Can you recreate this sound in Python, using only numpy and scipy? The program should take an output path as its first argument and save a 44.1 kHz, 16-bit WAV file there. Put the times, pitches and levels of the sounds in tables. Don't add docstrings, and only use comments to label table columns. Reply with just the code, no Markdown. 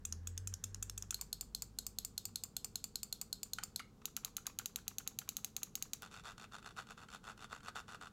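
import sys
import numpy as np
from scipy import signal
from scipy.fft import rfft, irfft, next_fast_len
from scipy.io import wavfile
from scipy.ndimage import uniform_filter1d, map_coordinates

SR = 44100
rng = np.random.default_rng(int(sys.argv[2]) if len(sys.argv) > 2 else 0)


def store_wav(level_fs):
    pcm = np.round(np.clip(np.atleast_2d(level_fs), -1, 1) * 32767)
    wavfile.write(sys.argv[1], SR, pcm.T.astype(np.int16))


N = 358091
TOP_HZ = 16400
SIZE = 2048
T = np.arange(SIZE) / SR
HZ = np.fft.rfftfreq(SIZE, 1 / SR)
LOOSE, SNUG = 0.8, 0.33


def amp(db):
    return 10 ** (np.asarray(db) / 20)


def along(points, hz):
    f, v = np.transpose(points)
    return np.interp(np.log(hz + 1), np.log(f + 1), v)


def curve(points):
    return np.interp(np.arange(N) / SR, *np.transpose(points))


def wobble(rate):
    knots = rng.standard_normal(int(N * rate / SR) + 4)
    return map_coordinates(knots, [np.arange(N) * rate / SR])


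def filtered(x, response):
    m = next_fast_len(N + SR // 2)
    gain = response(np.fft.rfftfreq(m, 1 / SR))
    return irfft(rfft(x, m) * gain, m)[:N]


def add(track, s, sound):
    part = track[max(round(s * SR), 0):][:len(sound)]
    part += sound[:len(part)]


def short_unit(x):
    return x / np.sqrt(np.sum(x ** 2) / (0.005 * SR) + 1e-20)


def resonances(modes, hz):
    f = hz + 1
    power = 0
    for centre, width, db in modes:
        detuning = (f * f - centre * centre) / (f * width)
        power = power + (amp(db) / (1 + detuning ** 2)) ** 2
    return np.sqrt(power)


def ring(modes, blow):
    gain = resonances(modes, HZ) / np.sqrt(1 + (HZ / TOP_HZ) ** 20)
    cepstrum = irfft(np.log(gain + 1e-6))
    fold = np.r_[1, np.full(SIZE // 2 - 1, 2), 1, np.zeros(SIZE // 2 - 1)]
    response = np.exp(rfft(cepstrum * fold))
    return short_unit(irfft(response * rfft(blow)))


def chatter(length, t60, count=6):
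    onset = 1 - np.exp(-(np.arange(SIZE) + 1) / 10)
    shape = amp(-60 * np.maximum(T - length, 0) / t60) * onset
    blow = shape * rng.standard_normal(SIZE)
    for _ in range(count):
        blow = irfft(np.exp(1j * np.angle(rfft(blow))))
        local_power = np.abs(uniform_filter1d(blow ** 2, size=40))
        blow = blow * shape / np.sqrt(local_power + 1e-12)
    return short_unit(blow)


# frequency in Hz, reverberation time t60 in seconds.
ROOM_DECAY = [(500, 0.12), (2000, 0.29), (6000, 0.24), (14000, 0.16)]


def room_tail():
    hz, t, z = signal.stft(rng.standard_normal(SR // 3), SR, nperseg=256)
    decay = amp(-60 * t / along(ROOM_DECAY, hz)[:, None])
    tail = signal.istft(z * decay, SR, nperseg=256)[1]
    tail = tail * np.clip(np.arange(len(tail)) / SR / 0.002, 0, 1)
    return tail / np.linalg.norm(tail)


def strike(modes, blow, wet_db, blur=2.94):
    all_round = ring(np.array(modes) * [1, blur, 1], blow)
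    sound = amp(wet_db) * signal.fftconvolve(all_round, room_tail())
    sound[:SIZE] += ring(modes, blow)
    return sound


# frequency in Hz, relative density in dB per Hz.
AIR_SPECTRUM = [(12, -32), (20, 1), (55, -1.5), (204, 0.5), (347, -11.5), (422, -8), (607, -20),
                (1330, -21), (1860, -33), (3530, -31.5), (4810, -32), (7310, -31.5), (8180, -37),
                (14700, -39.5), (16000, -42)]
AIR_DB = -63


def room_noise():
    noise = filtered(rng.standard_normal(N), lambda hz: amp(along(AIR_SPECTRUM, hz)))
    return amp(AIR_DB) * noise / noise.std()


# frequency in Hz about which the phase drifts, rms level in dB.
HUM_TONES = [(215.3, -75), (479, -84.5), (791, -89)]


def hum(drift=0.63):
    t = np.arange(N) / SR
    total = np.zeros(N)
    for hz, db in HUM_TONES:
        phase = 2 * np.pi * hz * t + drift * wobble(rate=8)
        total += amp(db) * np.sqrt(2) * np.sin(phase)
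    return total


# centre in Hz, width in Hz, relative level in dB.
HISS_MODES = [(1630, 500, 0)]
# time in seconds, rms level in dB.
HISS_FADE = [(0, -81), (.46, -77), (1.07, -81.5), (1.5, -92), (2.5, -110)]


def hiss():
    noise = filtered(rng.standard_normal(N), lambda hz: resonances(HISS_MODES, hz))
    return amp(curve(HISS_FADE)) * noise / noise.std()


# time in seconds, upper-order pitch in Hz before phase wobble.
ENGINE_PITCH = [(0, 82.5), (.22, 82.8), (.38, 91.5), (.8, 96), (1.25, 100), (2.3, 100.5)]
# time in seconds, rms level in dB before wavering.
UPPER_ORDER_LEVEL = [(0, -64), (.13, -49.5), (.4, -48.5), (.54, -46.5), (.605, -69), (.65, -52.5),
                     (1.05, -57.5), (1.22, -72), (2.1, -70.5), (2.3, -65), (2.6, -75)]
# time in seconds, rms level in dB before wavering.
LOWER_ORDER_LEVEL = [(0, -63), (.5, -59), (.68, -67), (.78, -55), (1.15, -61), (1.9, -62), (2.33, -72),
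                     (3.3, -70), (4.2, -80)]


def drone(waver_db=0.5, unsteady=0.36):
    phase = 2 * np.pi * np.cumsum(curve(ENGINE_PITCH)) / SR
    phase = phase + unsteady * wobble(rate=9.8)
    upper = amp(curve(UPPER_ORDER_LEVEL) + waver_db * wobble(rate=9)) * np.sin(phase)
    lower = amp(curve(LOWER_ORDER_LEVEL) + waver_db * wobble(rate=6.4)) * np.sin(phase / 2)
    return np.sqrt(2) * (upper + lower)


def evenly(times, db):
    return [(s, db) for s in np.ravel(times)]


def switch(clicks, modes, gain_db, length, t60, variety, wet_db, blur, lag,
           split_hz=4800, impact_delay=0.000504):
    track = np.zeros(N)
    habit = chatter(length, t60)
    low_share = 1 / (1 + (HZ / split_hz) ** 10)
    impact = np.sqrt(np.sum(habit ** 2)) * np.exp(-2j * np.pi * HZ * impact_delay)
    habit = irfft(np.sqrt(low_share) * impact + np.sqrt(1 - low_share) * rfft(habit))
    for s, db in clicks:
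        blow = habit + variety * chatter(length, t60)
        add(track, s + lag, amp(db + gain_db) * strike(modes, blow, wet_db, blur))
    return track


# time in seconds before the lag, level in dB before gain_db.
RIGHT_PRESS_CLICKS = [(0.0515, -27.5), (0.2719, -30.5), (0.4729, -29.5), (0.6393, -27.5), (0.826, -27.5),
                      (0.9771, -31), (1.1069, -26)]
RIGHT_RELEASE_CLICKS = [(0.1241, -27.5), (0.3768, -30), (0.5387, -29.5), (0.745, -33), (0.8966, -31.5),
                        (1.0235, -31.5)]
# centre in Hz, width in Hz, relative level in dB.
RIGHT_DOWN_MODES = [(1350, 550, -19.5), (2590, 230, -13.5), (3430, 490, -13.5), (4460, 3500, -25.5),
                    (6230, 1060, -7.5), (6540, 200, -6), (6730, 380, -4.5), (7490, 400, -1.5),
                    (8380, 580, -10.5), (9880, 490, -13), (11200, 740, -16), (12900, 770, -17),
                    (14700, 530, -15)]
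RIGHT_UP_MODES = [(1390, 980, -18.5), (2860, 460, -15.5), (3530, 280, -11.5), (4110, 290, -13),
                  (5830, 1060, -4), (6000, 330, -13), (6710, 620, 0), (7750, 2600, -15), (10300, 2200, -18),
                  (12000, 660, -14), (14580, 710, -19)]


def right_button():
    down = switch(RIGHT_PRESS_CLICKS, RIGHT_DOWN_MODES, gain_db=-8.5, length=0.0018, t60=0.017,
                  variety=LOOSE, wet_db=-14.5, blur=3.5, lag=0.0001)
    up = switch(RIGHT_RELEASE_CLICKS, RIGHT_UP_MODES, gain_db=-9.5, length=0.00015, t60=0.016,
                variety=LOOSE, wet_db=-17.0, blur=3.5, lag=0.00033)
    return down + up


# centre in Hz, width in Hz, relative level in dB.
GRIP_MODES = [(736, 160, -10), (1180, 650, -3), (2670, 1500, -10.5)]


def nudges(times, level_db, delay, scatter):
    track = np.zeros(N)
    spread_db = 3
    for s, (when, force) in zip(times, rng.standard_normal((len(times), 2))):
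        nudge = strike(GRIP_MODES, chatter(length=0.0065, t60=0.043), wet_db=-20, blur=0.6)
        add(track, s + delay + scatter * when, amp(level_db + spread_db * force) * nudge)
    return track


def fingers():
    releases = [s for s, _ in RIGHT_RELEASE_CLICKS] + list(LEFT_RELEASE_TIMES)
    thumb_down, thumb_up = np.transpose(THUMB_TIMES)
    settle = nudges(releases, level_db=-64, delay=0.0093, scatter=0.011)
    slack = nudges(thumb_down, level_db=-63, delay=-0.0095, scatter=0.00287)
    rub_down = nudges(thumb_down, level_db=-63.5, delay=0.026, scatter=0.0042)
    rub_up = nudges(thumb_up, level_db=-62, delay=0.016, scatter=0.006)
    return settle + slack + rub_down + rub_up


# time in seconds, level in dB before an offset, pitch in Hz.
SHELL_KNOCKS = [(1.125, -49.5, 1417), (1.19, -57.5, 1090), (1.22, -54, 1010), (3.585, -35.5, 1410),
                (3.63, -49, 1190), (3.794, -41, 2160), (3.798, -41, 1315), (4.017, -57.5, 1200),
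                (4.172, -47.5, 1370), (4.256, -53, 1200), (4.278, -55, 1080), (4.38, -48, 1370),
                (4.456, -55, 1580), (4.471, -45, 1150), (4.497, -54, 1120), (4.595, -43.5, 1430),
                (4.785, -52, 1480), (4.998, -52, 1400), (5.214, -50.5, 1440), (5.276, -56.5, 1110),
                (7.085, -50.5, 1420), (7.604, -54.5, 1430)]
# centre in Hz, width in Hz, relative level in dB.
SHELL_MODES = [(787, 210, -16.5), (1353, 340, -5), (2180, 1400, -18.5), (2955, 170, -11), (4130, 990, -21),
               (6600, 3100, -24.5)]


def knocks():
    track = np.zeros(N)
    main_hz = max(SHELL_MODES, key=lambda mode: mode[2])[0]
    for s, db, hz in SHELL_KNOCKS:
        modes = np.array(SHELL_MODES) * [hz / main_hz, 1, 1]
        thud = strike(modes, chatter(length=0.0024, t60=0.026), wet_db=-11, blur=0.81)
        add(track, s, amp(db - 3.5) * thud)
    return track


LEFT_PRESS_TIMES = [1.1433, 1.3281, 1.5478, 1.7868, 1.9854, 2.178, 2.3572, 2.5658, 2.7559, 2.956, 3.1258,
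                    3.3274, 3.5336, 3.7597]
LEFT_RELEASE_TIMES = [1.2116, 1.4097, 1.6209, 1.8656, 2.0482, 2.2536, 2.4364, 2.645, 2.8408, 3.031, 3.2136,
                      3.4309, 3.6352]
# centre in Hz, width in Hz, relative level in dB.
LEFT_DOWN_MODES = [(740, 187, -15.5), (1466, 164, -15), (2960, 1900, -20), (3530, 230, -10.5),
                   (4270, 490, 3.5), (5230, 440, -8.5), (6500, 800, -2.5), (7020, 170, -0.5),
                   (7840, 420, -1.5), (9100, 4100, -16), (11000, 630, -6.5), (13700, 1400, -11),
                   (13050, 340, -2)]
LEFT_UP_MODES = [(770, 140, -13), (1170, 460, -19.5), (2660, 1050, -15), (3540, 170, -9.5), (4510, 330, -3),
                 (5080, 1050, -6.5), (6330, 1500, -6.5), (7110, 200, 4), (7720, 400, 1), (8610, 530, -3.5),
                 (10500, 3800, -13), (13800, 700, -2), (14500, 1100, -20)]


def left_button():
    down = switch(evenly(LEFT_PRESS_TIMES, -24.5), LEFT_DOWN_MODES, gain_db=-10.5, length=0.0016, t60=0.012,
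                  variety=SNUG, wet_db=-14, blur=2.5, lag=0.00019)
    up = switch(evenly(LEFT_RELEASE_TIMES, -25.7), LEFT_UP_MODES, gain_db=-11.5, length=0.00051, t60=0.016,
                variety=SNUG, wet_db=-13.5, blur=1.5, lag=0.00027)
    return down + up


# press in seconds, release in seconds, both before the lag.
THUMB_TIMES = [(4.0549, 4.1655), (4.2472, 4.367), (4.4668, 4.5877), (4.6578, 4.7589), (4.8794, 4.9833),
               (5.0749, 5.188), (5.2897, 5.3673), (5.4453, 5.565), (5.6313, 5.7536), (5.8239, 5.9332)]
# centre in Hz, width in Hz, relative level in dB.
THUMB_MODES = [(772, 75, -15.5), (1354, 220, -17.5), (2980, 1680, -12), (3960, 550, -8), (4550, 300, -12),
               (5740, 1760, -13), (6530, 530, 2), (6800, 290, -13), (7490, 310, -6), (10770, 6300, -15),
               (11600, 1070, -6), (13700, 2000, -18), (14700, 1400, -12)]


def thumb_button():
    return switch(evenly(THUMB_TIMES, -24.5), THUMB_MODES, gain_db=-11, length=0.00102, t60=0.016,
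                  variety=SNUG, wet_db=-14.5, blur=2.9, lag=0.0004)


def touch():
    track = np.zeros(N)
    touch_s, touch_db = 6.022, -31.5
    tick = strike([(4950, 21000, 0)], chatter(length=0.0001, t60=0.0015), wet_db=-16)
    add(track, touch_s, amp(touch_db) * tick / np.abs(tick).max())
    return track


# first notch in seconds, last notch in seconds, notch count,
# speeding up (-1 to 1), rush in mid-stroke (-1 to 1), level at the hardest push in dB before tooth scatter
# and gain_db, place of that push (0 to 1), fall in dB a whole stroke away from it,
# snap over knock in dB before the dulling by level.
WHEEL_STROKES = [(6.022, 6.074, 6.0, -0.29, -0.004, -45, 0.14, 16, -2.5),
                 (6.113, 6.1964, 11.0, -0.29, 0.15, -53.5, 1.0, 3.5, -1.5),
                 (6.2374, 6.318, 11.0, -0.14, 0.21, -42.5, 0.63, 18.0, -3),
                 (6.3793, 6.4405, 6.0, 0.36, 0.21, -49, 0.0, 4.5, -1.5),
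                 (6.5206, 6.5837, 6.0, -0.3, 0.35, -39.5, 0.52, 22.5, -4),
                 (6.6264, 6.7074, 6.0, -0.013, 0.2, -42.5, 0.52, 16.5, -3.5),
                 (6.7644, 6.8207, 9.0, -0.4, 0.46, -39.5, 0.5, 18.5, -4.5),
                 (6.8704, 6.9182, 5.0, 0.28, 0.37, -46, 0.94, 13, -3.5),
                 (6.977, 7.0337, 7.0, -0.16, -0.3, -52.5, 0.3, 1, -6.5),
                 (7.102, 7.1594, 6.0, 0.049, 0.11, -46.5, 0.76, 11, -1.5),
                 (7.2404, 7.3163, 9.0, -0.043, 0.04, -44, 0.65, 13, -5.5),
                 (7.376, 7.4419, 7.0, 0.29, 0.24, -46.5, 1.0, 8, -3.0),
                 (7.4978, 7.5761, 8.0, -0.18, 0.16, -43, 0.44, 16.5, -6.0),
                 (7.6317, 7.6823, 6.0, -0.24, -0.19, -41.5, 1.0, 15, -3.5),
                 (7.756, 7.801, 7.0, -0.022, 0.16, -41.5, 0.2, 8.5, -3.5),
                 (7.881, 7.9455, 8.0, -0.31, 0.13, -43.5, 1, 9, -5),
                 (8.0121, 8.07, 6.0, -0.14, 0.04, -47, 0.0, 1.5, -5.5)]


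def notches(coast_count=2):
    push_shape = 0.58
    tooth_db, tooth_s = 2.3, 0.0004
    coast_s, coast_loss_db = 0.0079, 10
    rows = []
    for start, end, count, speed_up, rush, db, push, fall_db, snap_db in WHEEL_STROKES:
        turn = np.linspace(0, 1, round(count))
        when = turn + speed_up * np.sin(np.pi * turn) / np.pi
        when = when + rush * np.sin(2 * np.pi * turn) / (2 * np.pi)
        times = start + (end - start) * when + rng.normal(0, tooth_s, len(turn))
        levels = db - fall_db * np.abs(turn - push) ** push_shape + rng.normal(0, tooth_db, len(turn))
        rows += [(s, level, snap_db) for s, level in zip(times, levels)]
        for k in range(1, coast_count + 1):
            rows.append((end + k * coast_s, levels[-1] - k * coast_loss_db, snap_db))
    return rows


# centre in Hz, width in Hz, relative level in dB before tooth colour.
WHEEL_MODES = [(452, 100, -8), (802, 440, -5), (1253, 415, 0.5), (1440, 230, 2.5), (1965, 150, -9),
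               (2675, 610, -7.5), (3567, 400, -5.5), (4365, 350, -10), (5700, 4200, -16),
               (7260, 1150, -15.5), (10900, 1100, -25.5)]


def wheel_rub(clicks, rub_db=-9, rub_time=0.007, lead=0.0075):
    keep = np.exp(-1 / (rub_time * SR))
    effort = np.sqrt(signal.lfilter([1 - keep], [1, -keep], clicks ** 2))
    effort = np.interp(np.arange(N) + lead * SR, np.arange(N), effort)
    grain_db = 4 * np.repeat(rng.standard_normal(N // 64 + 1), 64)[:N]
    grit = rng.standard_normal(N) * amp(grain_db)
    rub = filtered(grit, lambda hz: resonances(WHEEL_MODES, hz))
    return amp(rub_db) * effort * rub / rub.std()


def wheel(gain_db=-3, colour_db=1.0, dull_per_db=0.3047, usual_db=-51):
    track = np.zeros(N)
    split_hz = 2200
    for s, db, snap_db in notches():
        colour = rng.normal(0, colour_db, len(WHEEL_MODES))
        modes = np.array(WHEEL_MODES) + np.outer(colour, [0, 0, 1])
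        low = modes[:, 0] < split_hz
        knock = strike(modes[low], chatter(length=0.00062, t60=0.023, count=1), wet_db=-13.0, blur=1.24)
        snap = strike(modes[~low], chatter(length=0.0004, t60=0.024, count=0), wet_db=-15.5, blur=1.9)
        snap_gain = amp(snap_db - dull_per_db * (db - usual_db))
        add(track, s, amp(db + gain_db) * (knock + snap_gain * snap))
    return track + wheel_rub(track)


def scene():
    background = room_noise() + hum() + hiss() + drone()
    buttons = right_button() + left_button() + thumb_button()
    return (background + buttons + fingers() + knocks() + touch() + wheel())[None]


def record(dry):
    return filtered(dry[0], lambda hz: 1 / np.sqrt(1 + (hz / TOP_HZ) ** 160))[None]


dry = scene()
out = record(dry)
store_wav(out)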